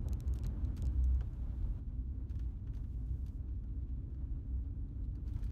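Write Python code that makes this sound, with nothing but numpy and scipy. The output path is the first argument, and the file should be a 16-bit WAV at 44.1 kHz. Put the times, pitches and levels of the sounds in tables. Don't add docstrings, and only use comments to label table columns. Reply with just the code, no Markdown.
import sys
import numpy as np
from scipy import signal
from scipy.fft import rfft, irfft, next_fast_len
from scipy.io import wavfile
from scipy.ndimage import map_coordinates

SR = 44100
rng = np.random.default_rng(int(sys.argv[2]) if len(sys.argv) > 2 else 0)


def wrap_up_sound(samples):
    columns = np.atleast_2d(samples).T
    tamed = np.clip(columns, -1, 1)
    steps = np.round(tamed * 32767).astype(np.int16)
    wavfile.write(sys.argv[1], SR, steps)


N = 242991

# time_s, shake_db
ROAD_SHAKE = [(0, 2.5), (.1, 5), (.33, 2), (.5, 5.5), (.85, 4), (1.25, -1), (1.65, 1.5), (1.9, 0), (3.3, 0),
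              (4.0, 0), (4.6, 0.5), (5.5, 1.1)]
# frequency_hz, relative_db
HEAVE_TONE = [(19, -49.5), (26, -20.5), (32, -6.5), (39, -2), (47, 0.5), (58, -19), (80, -38)]
FLOOR_TONE = [(45, -32.5), (62, -3), (76, -0.5), (95, 1), (110, -5.5), (126, -5.5), (145, -12), (175, -21),
              (260, -44)]
PANEL_TONE = [(120, -23), (170, -5), (200, 3.5), (225, -0.5), (260, -1), (305, -3), (345, -8), (385, -15.5),
              (435, -15.5), (490, -21), (700, -37), (1200, -61)]
# start_s, length_s, push_db
RIPPLED_GROUND = [(0.077, 0.078, -33.5), (0.246, 0.075, -31.5), (0.607, 0.098, -35), (0.828, 0.062, -29),
                  (.94, .23, -28.5), (1.373, .08, -36), (1.968, 0.12, -36.5), (2.403, 0.082, -37.5),
                  (2.968, 0.3, -40), (3.888, 0.11, -37.5), (4.497, 0.07, -34), (5.242, 0.071, -34)]
# time_s, pitch_hz, level_db
TYRE_AIR = [(0, 250, -68), (.7, 250, -59.5), (1.3, 254, -72), (2.0, 256, -60.5), (3.2, 262, -64),
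            (4.0, 266, -61.5), (5.5, 280, -62.5)]
# frequency_hz, relative_db
DIRT_TONE = [(250, -8), (370, 1), (435, 3.5), (490, 0.5), (550, 5.5), (740, 0), (850, 1), (1100, -2.5),
             (1550, -7), (1950, -16), (2900, -22.5), (5000, -40.5)]
GRAVEL_TONE = [(900, -9), (1600, -4), (2300, -0.5), (3000, -1.5), (4100, -4), (4900, -12.5), (6500, -11.5),
               (9000, -36)]
HISS_TONE = [(3000, -13), (4800, -1), (6500, -0.5), (8000, -1.5), (10500, -4), (13000, -1), (14500, -6.5),
             (16000, -15)]
# start_s, length_s, middle_lift_db, treble_lift_db
RUSTLE_SPELLS = [(2.295, .22, 4.5, 5.5), (2.719, .65, 2, 8), (5.233, .3, 8, 8.5)]
# start_s, thump_db, fade_s, thud_db, heave_db, shudder_db
# (fade_s is always the time a sound takes to fall by 60 dB)
WHEEL_BUMPS = [(0.054, -51.5, .16, -53, -45.5, -57), (0.448, -48.5, .07, -52, -41, -43),
               (0.826, -55, 0.17, -54, -51.5, -43.5), (1.205, -50.5, 0.13, -62, -43.5, -44),
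               (1.43, -59, 0.059, -53, -48, -61.5), (1.647, -60, 0.086, -47.5, -35, -42.5),
               (2.34, -66, .12, -60, -54, -44), (2.76, -62, .16, -58, -40.5, -48),
               (3.12, -71, .1, -62, -51.5, -44), (4.32, -76, 0.085, -61, -44, -49),
               (5.36, -64, 0.11, -59, -48, -45.5)]
# frequency_hz, relative_db
THUMP_TONE = [(180, -18), (320, 6), (550, 1), (850, -4), (1300, -16.5), (2200, -35.5)]
THUD_TONE = [(80, -18), (140, -1.5), (230, -4.5), (330, -6), (520, -25.5)]
# start_s, strength_db, brightness_db, favoured_pitch_hz
TICK_HITS = [(0.0851, -58.5, 3, 2700), (0.1319, -55.5, 1.5, 5400), (.204, -58, 2.5, 2800),
             (.2793, -67.5, 0, 6000), (.338, -62, 3.5, 8500), (0.3877, -62.5, -2, 4000),
             (.435, -62.5, -1, 5000), (0.4446, -70, -10, 4000), (0.4654, -57, 3.5, 3400),
             (.649, -71, -4.5, 4900), (.822, -59.5, -1, 8500), (.8534, -64, 0, 4900),
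             (0.8685, -63, 0, 8800), (1.0411, -65, 2, 6800), (1.1473, -74.5, 0, 6060),
             (1.3334, -79, -3, 6000), (4.888, -89, -6, 3800), (5.041, -87, -9, 3800),
             (5.053, -86, -8, 3800)]
# pitch_hz, relative_db, fade_s
TICK_NOTES = [(1510, -11, 0.0016), (2730, -1.5, 0.0033), (3950, -1.5, 0.005), (5350, -3, 0.0032),
              (6700, 1.5, 0.0025), (8500, -2.5, 0.0023), (11470, 4, 0.0018), (13080, 0.5, 0.0021)]
# start_s, strength_db, brightness_db, ring_strength_db
TRIM_HITS = [(.354, -73, 5, -81), (0.3578, -72.5, 5, -85), (0.4473, -71.5, -6.5, -85),
             (.766, -68, 4.5, -68), (0.776, -68, -1.5, -81), (1.207, -72.5, -8, -79),
             (2.296, -76, 1.5, -80), (2.308, -78, -4, -92), (2.3542, -77, -1.5, -91),
             (2.3925, -71, -2.5, -88), (2.671, -81, -9, -95), (2.735, -82, -9, -100),
             (2.748, -77, 2.5, -74), (2.769, -77, -3, -76), (2.839, -85, -10, -98), (3.063, -84, 2.5, -100),
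             (3.263, -73, 4, -73), (3.281, -78, 2.5, -76), (3.487, -88, -6, -105), (3.637, -87, -6, -98),
             (3.89, -86, -4, -100), (4.1445, -87, -6, -100), (5.153, -80.5, 2, -75),
             (5.277, -75.5, -1, -73.5), (5.289, -91.5, 10.5, -93), (5.3357, -77.5, 5, -94),
             (5.362, -76, -4, -96), (5.389, -77, 2, -95), (5.428, -74.5, -4.5, -88), (5.44, -73.5, 8, -91),
             (5.464, -80.5, -5.5, -76), (5.503, -75, 0, -75)]
# frequency_hz, relative_db
KNOCK_TONE = [(300, -13.5), (800, -4), (1400, 6), (1900, -0.5), (2500, -1), (3300, -4), (5000, -21)]
CLACK_TONE = [(2000, -20.5), (3000, 0.5), (4400, -1), (5300, -1), (6400, -1.5), (7400, -9.5), (10000, -28)]
SNAP_TONE = [(5500, -22.5), (8000, 2.5), (9300, 3.5), (10400, -5), (12000, 4.5), (13500, -2), (16000, -7)]
# pitch_hz, relative_db, fade_s
TRIM_NOTES = [(1714, -4, 0.05), (2950, -4, 0.028), (3660, -6, 0.024), (4340, -2.5, 0.032),
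              (4600, 3.5, 0.04), (6140, -2.5, 0.043), (6400, -10, 0.02)]

CUT_S = 1.8
BOOM_IDLE_HZ, BOOM_IDLE_PUSH_DB = 60.1, -43
LOW_CUT_HZ, HIGH_CUT_HZ = 26.2, 15800


def amp(db):
    return 10 ** (np.asarray(db) / 20)


def unit(x):
    return x / np.sqrt(np.mean(x ** 2) + 1e-20)


def curves(rows):
    times_s, *columns = np.transpose(rows)
    return [np.interp(np.arange(N) / SR, times_s, column) for column in columns]


def wobble(rate):
    points = rng.standard_normal(int(N * rate / SR) + 4)
    return map_coordinates(points, [np.arange(N) * rate / SR])


def swell(start_s, length_s, rise_s, fall_s):
    t = np.arange(N) / SR - start_s
    return np.clip(t / rise_s, 0, 1) * np.clip(1 - (t - length_s) / fall_s, 0, 1)


def filtered(x, gain_at):
    size = next_fast_len(N + SR // 2)
    return irfft(rfft(x, size) * gain_at(np.fft.rfftfreq(size, 1 / SR)), size)[:N]


def shaped(x, tone):
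    points_hz, db = np.transpose(tone)
    gain_at = lambda hz: amp(np.interp(np.log(hz + 1), np.log(points_hz), db, left=-120, right=-120))
    return unit(filtered(x, gain_at))


def noise(tone):
    return shaped(rng.standard_normal(N), tone)


def steady(x, span_s):
    power = signal.fftconvolve(x ** 2, np.hanning(int(span_s * SR)), "same")
    return unit(x / np.sqrt(np.abs(power) + 1e-9))


def hum(hz, drift_hz, drift_rate):
    pitch_hz = hz + drift_hz * wobble(drift_rate)
    return np.sqrt(2) * np.sin(2 * np.pi * np.cumsum(pitch_hz) / SR)


def grains(per_second, range_db):
    hits = rng.random(N) < per_second / SR
    direction = np.sign(rng.standard_normal(N))
    return unit(hits * direction * amp(range_db * rng.random(N)))


def add(track, start_s, sound):
    room = track[max(round(start_s * SR), 0):][:len(sound)]
    room += sound[:len(room)]


def body_rumble(shake_db, before_cut):
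    lurch, shudder = np.zeros((2, N))
    for start_s, *_, heave_db, shudder_db in WHEEL_BUMPS:
        load = swell(start_s - 0.07, length_s=0.098, rise_s=0.054, fall_s=0.07)
        lurch += amp(heave_db) * load
        shudder += amp(shudder_db) * load
    rolling = amp(-46.5 + 0.22 * shake_db + 1.5 * wobble(3.8))
    heave = np.hypot(rolling, lurch) * steady(noise(HEAVE_TONE), span_s=0.26)
    floor = np.hypot(amp(-46.5 + 0.92 * shake_db), shudder) * steady(noise(FLOOR_TONE), span_s=0.37)
    panels = amp(-58 + shake_db + 0.8 * before_cut) * steady(noise(PANEL_TONE), span_s=0.22)
    return heave + floor + panels


def cabin_boom():
    push = sum(amp(db) * swell(start_s, length_s, rise_s=0.031, fall_s=0.05)
               for start_s, length_s, db in RIPPLED_GROUND)
    push_db = 20 * np.log10(np.hypot(amp(BOOM_IDLE_PUSH_DB), push))
    unrest = np.clip((-30 - push_db) / 9, 0.1, 1)
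    pitch_hz = BOOM_IDLE_HZ + 3.38 * (1 - unrest)
    level_db = push_db - 2.5 + 2.6 * unrest * wobble(20)
    return amp(level_db) * hum(pitch_hz, drift_hz=4.415 * unrest, drift_rate=22)


def tyre_hum():
    pitch_hz, level_db = curves(TYRE_AIR)
    return amp(level_db + 2.8 * wobble(11)) * hum(pitch_hz, drift_hz=4, drift_rate=30)


def tyre_noise_and_rustle(shake_db, before_cut):
    middle_lift_db, treble_lift_db = sum(
        np.outer(lifts_db, swell(start_s, length_s, rise_s=0.029, fall_s=0.029))
        for start_s, length_s, *lifts_db in RUSTLE_SPELLS)
    roar_db = -76.5 + 0.52 * shake_db + 6.5 * before_cut + 0.3 * middle_lift_db
    crunch_db = -90.5 + 0.38 * shake_db + 7 * before_cut + middle_lift_db
    hiss_db = -95.5 + 7 * before_cut + treble_lift_db
    roar = amp(roar_db + 1.4 * wobble(24)) * noise(DIRT_TONE)
    gravel = shaped(rng.standard_normal(N) + 0.7 * grains(per_second=460, range_db=17), GRAVEL_TONE)
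    fizz = shaped(rng.standard_normal(N) + 0.5 * grains(per_second=900, range_db=11), HISS_TONE)
    crunch = amp(crunch_db + 1.6 * wobble(35)) * gravel
    hiss = amp(hiss_db + 0.8 * wobble(16)) * fizz
    return roar + crunch + hiss


def wheel_bumps():
    thump, thud = np.zeros((2, N))
    t = np.arange(SR // 3) / SR
    for start_s, thump_db, fade_s, thud_db, *_ in WHEEL_BUMPS:
        blow = amp(-60 * t / fade_s) * (1 - np.exp(-t / 0.0036))
        add(thump, start_s, amp(thump_db) * blow)
        add(thud, start_s, amp(thud_db) * blow)
    return thump * noise(THUMP_TONE) + thud * noise(THUD_TONE)


def dry_ticks():
    track, t = np.zeros(N), np.arange(SR // 80) / SR
    hz, note_db, fade_s = np.transpose(TICK_NOTES)[:, :, None]
    direction = (-1) ** np.arange(len(hz))[:, None]
    for start_s, strength_db, bright_db, favoured_hz in TICK_HITS:
        tilt_db = np.interp(hz, [4000, 5340, 8400, 11500], [-3.5 - bright_db, 0, 0, bright_db - 8])
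        lift_db = 3.5 * np.exp(-(np.log2(hz / favoured_hz) / 0.35) ** 2)
        level_db = note_db + strength_db + tilt_db + lift_db + 12
        phase = 2 * np.pi * hz * (1 + 0.03 * rng.standard_normal(hz.shape)) * t
        strike = np.sum(direction * amp(level_db - 60 * t / fade_s) * np.sin(phase), axis=0)
        add(track, start_s + 0.0003, 0.5 * strike)
        add(track, start_s + rng.uniform(0.00068, 0.00089), strike)
    return track


def faint_trim_hits(count):
    starts_s = (np.arange(count) + rng.random(count)) / count * N / SR
    return [(start_s, rng.normal(-91, 2.2), -4.5, -100) for start_s in starts_s]


def trim_rattles():
    t = np.arange(SR // 6) / SR
    cabin_tail = 0.31 * amp(-60 * t / 0.12)
    blow = lambda rise_s, fade_s: (1 - np.exp(-t / rise_s)) * (amp(-60 * t / fade_s) + cabin_tail)
    knock, clack, snap, ring = np.zeros((4, N))
    for start_s, db, bright_db, ring_db in TRIM_HITS + faint_trim_hits(count=10):
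        add(knock, start_s, amp(db - bright_db + 5.5) * blow(rise_s=0.0011, fade_s=0.038))
        add(clack, start_s, amp(db + 5) * blow(rise_s=0.00032, fade_s=0.018))
        add(snap, start_s, amp(db + bright_db - 0.6) * blow(rise_s=0.00079, fade_s=0.018))
        notes = np.zeros(len(t))
        for hz, note_db, fade_s in TRIM_NOTES:
            loudness = amp(note_db + rng.normal(0, 2.7) - 60 * t / fade_s)
            notes += loudness * np.sin(2 * np.pi * hz * rng.normal(1, 0.0098) * t)
        add(ring, start_s, amp(ring_db + 1.5) * notes * (1 - np.exp(-t / 0.00087)))
    return knock * noise(KNOCK_TONE) + clack * noise(CLACK_TONE) + snap * noise(SNAP_TONE) + ring


def scene():
    shake_db, = curves(ROAD_SHAKE)
    before_cut = np.arange(N) / SR < CUT_S
    car = body_rumble(shake_db, before_cut) + cabin_boom()
    tyres = tyre_hum() + tyre_noise_and_rustle(shake_db, before_cut)
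    return (car + tyres + wheel_bumps() + dry_ticks() + trim_rattles())[None]


def record(dry):
    soft_edges = signal.windows.tukey(N, 0.002)
    low_cut = lambda hz: hz ** 6 / np.sqrt(hz ** 12 + LOW_CUT_HZ ** 12)
    return filtered(dry[0] * soft_edges, lambda hz: low_cut(hz) * (hz < HIGH_CUT_HZ))[None]


dry = scene()
out = record(dry)
wrap_up_sound(out)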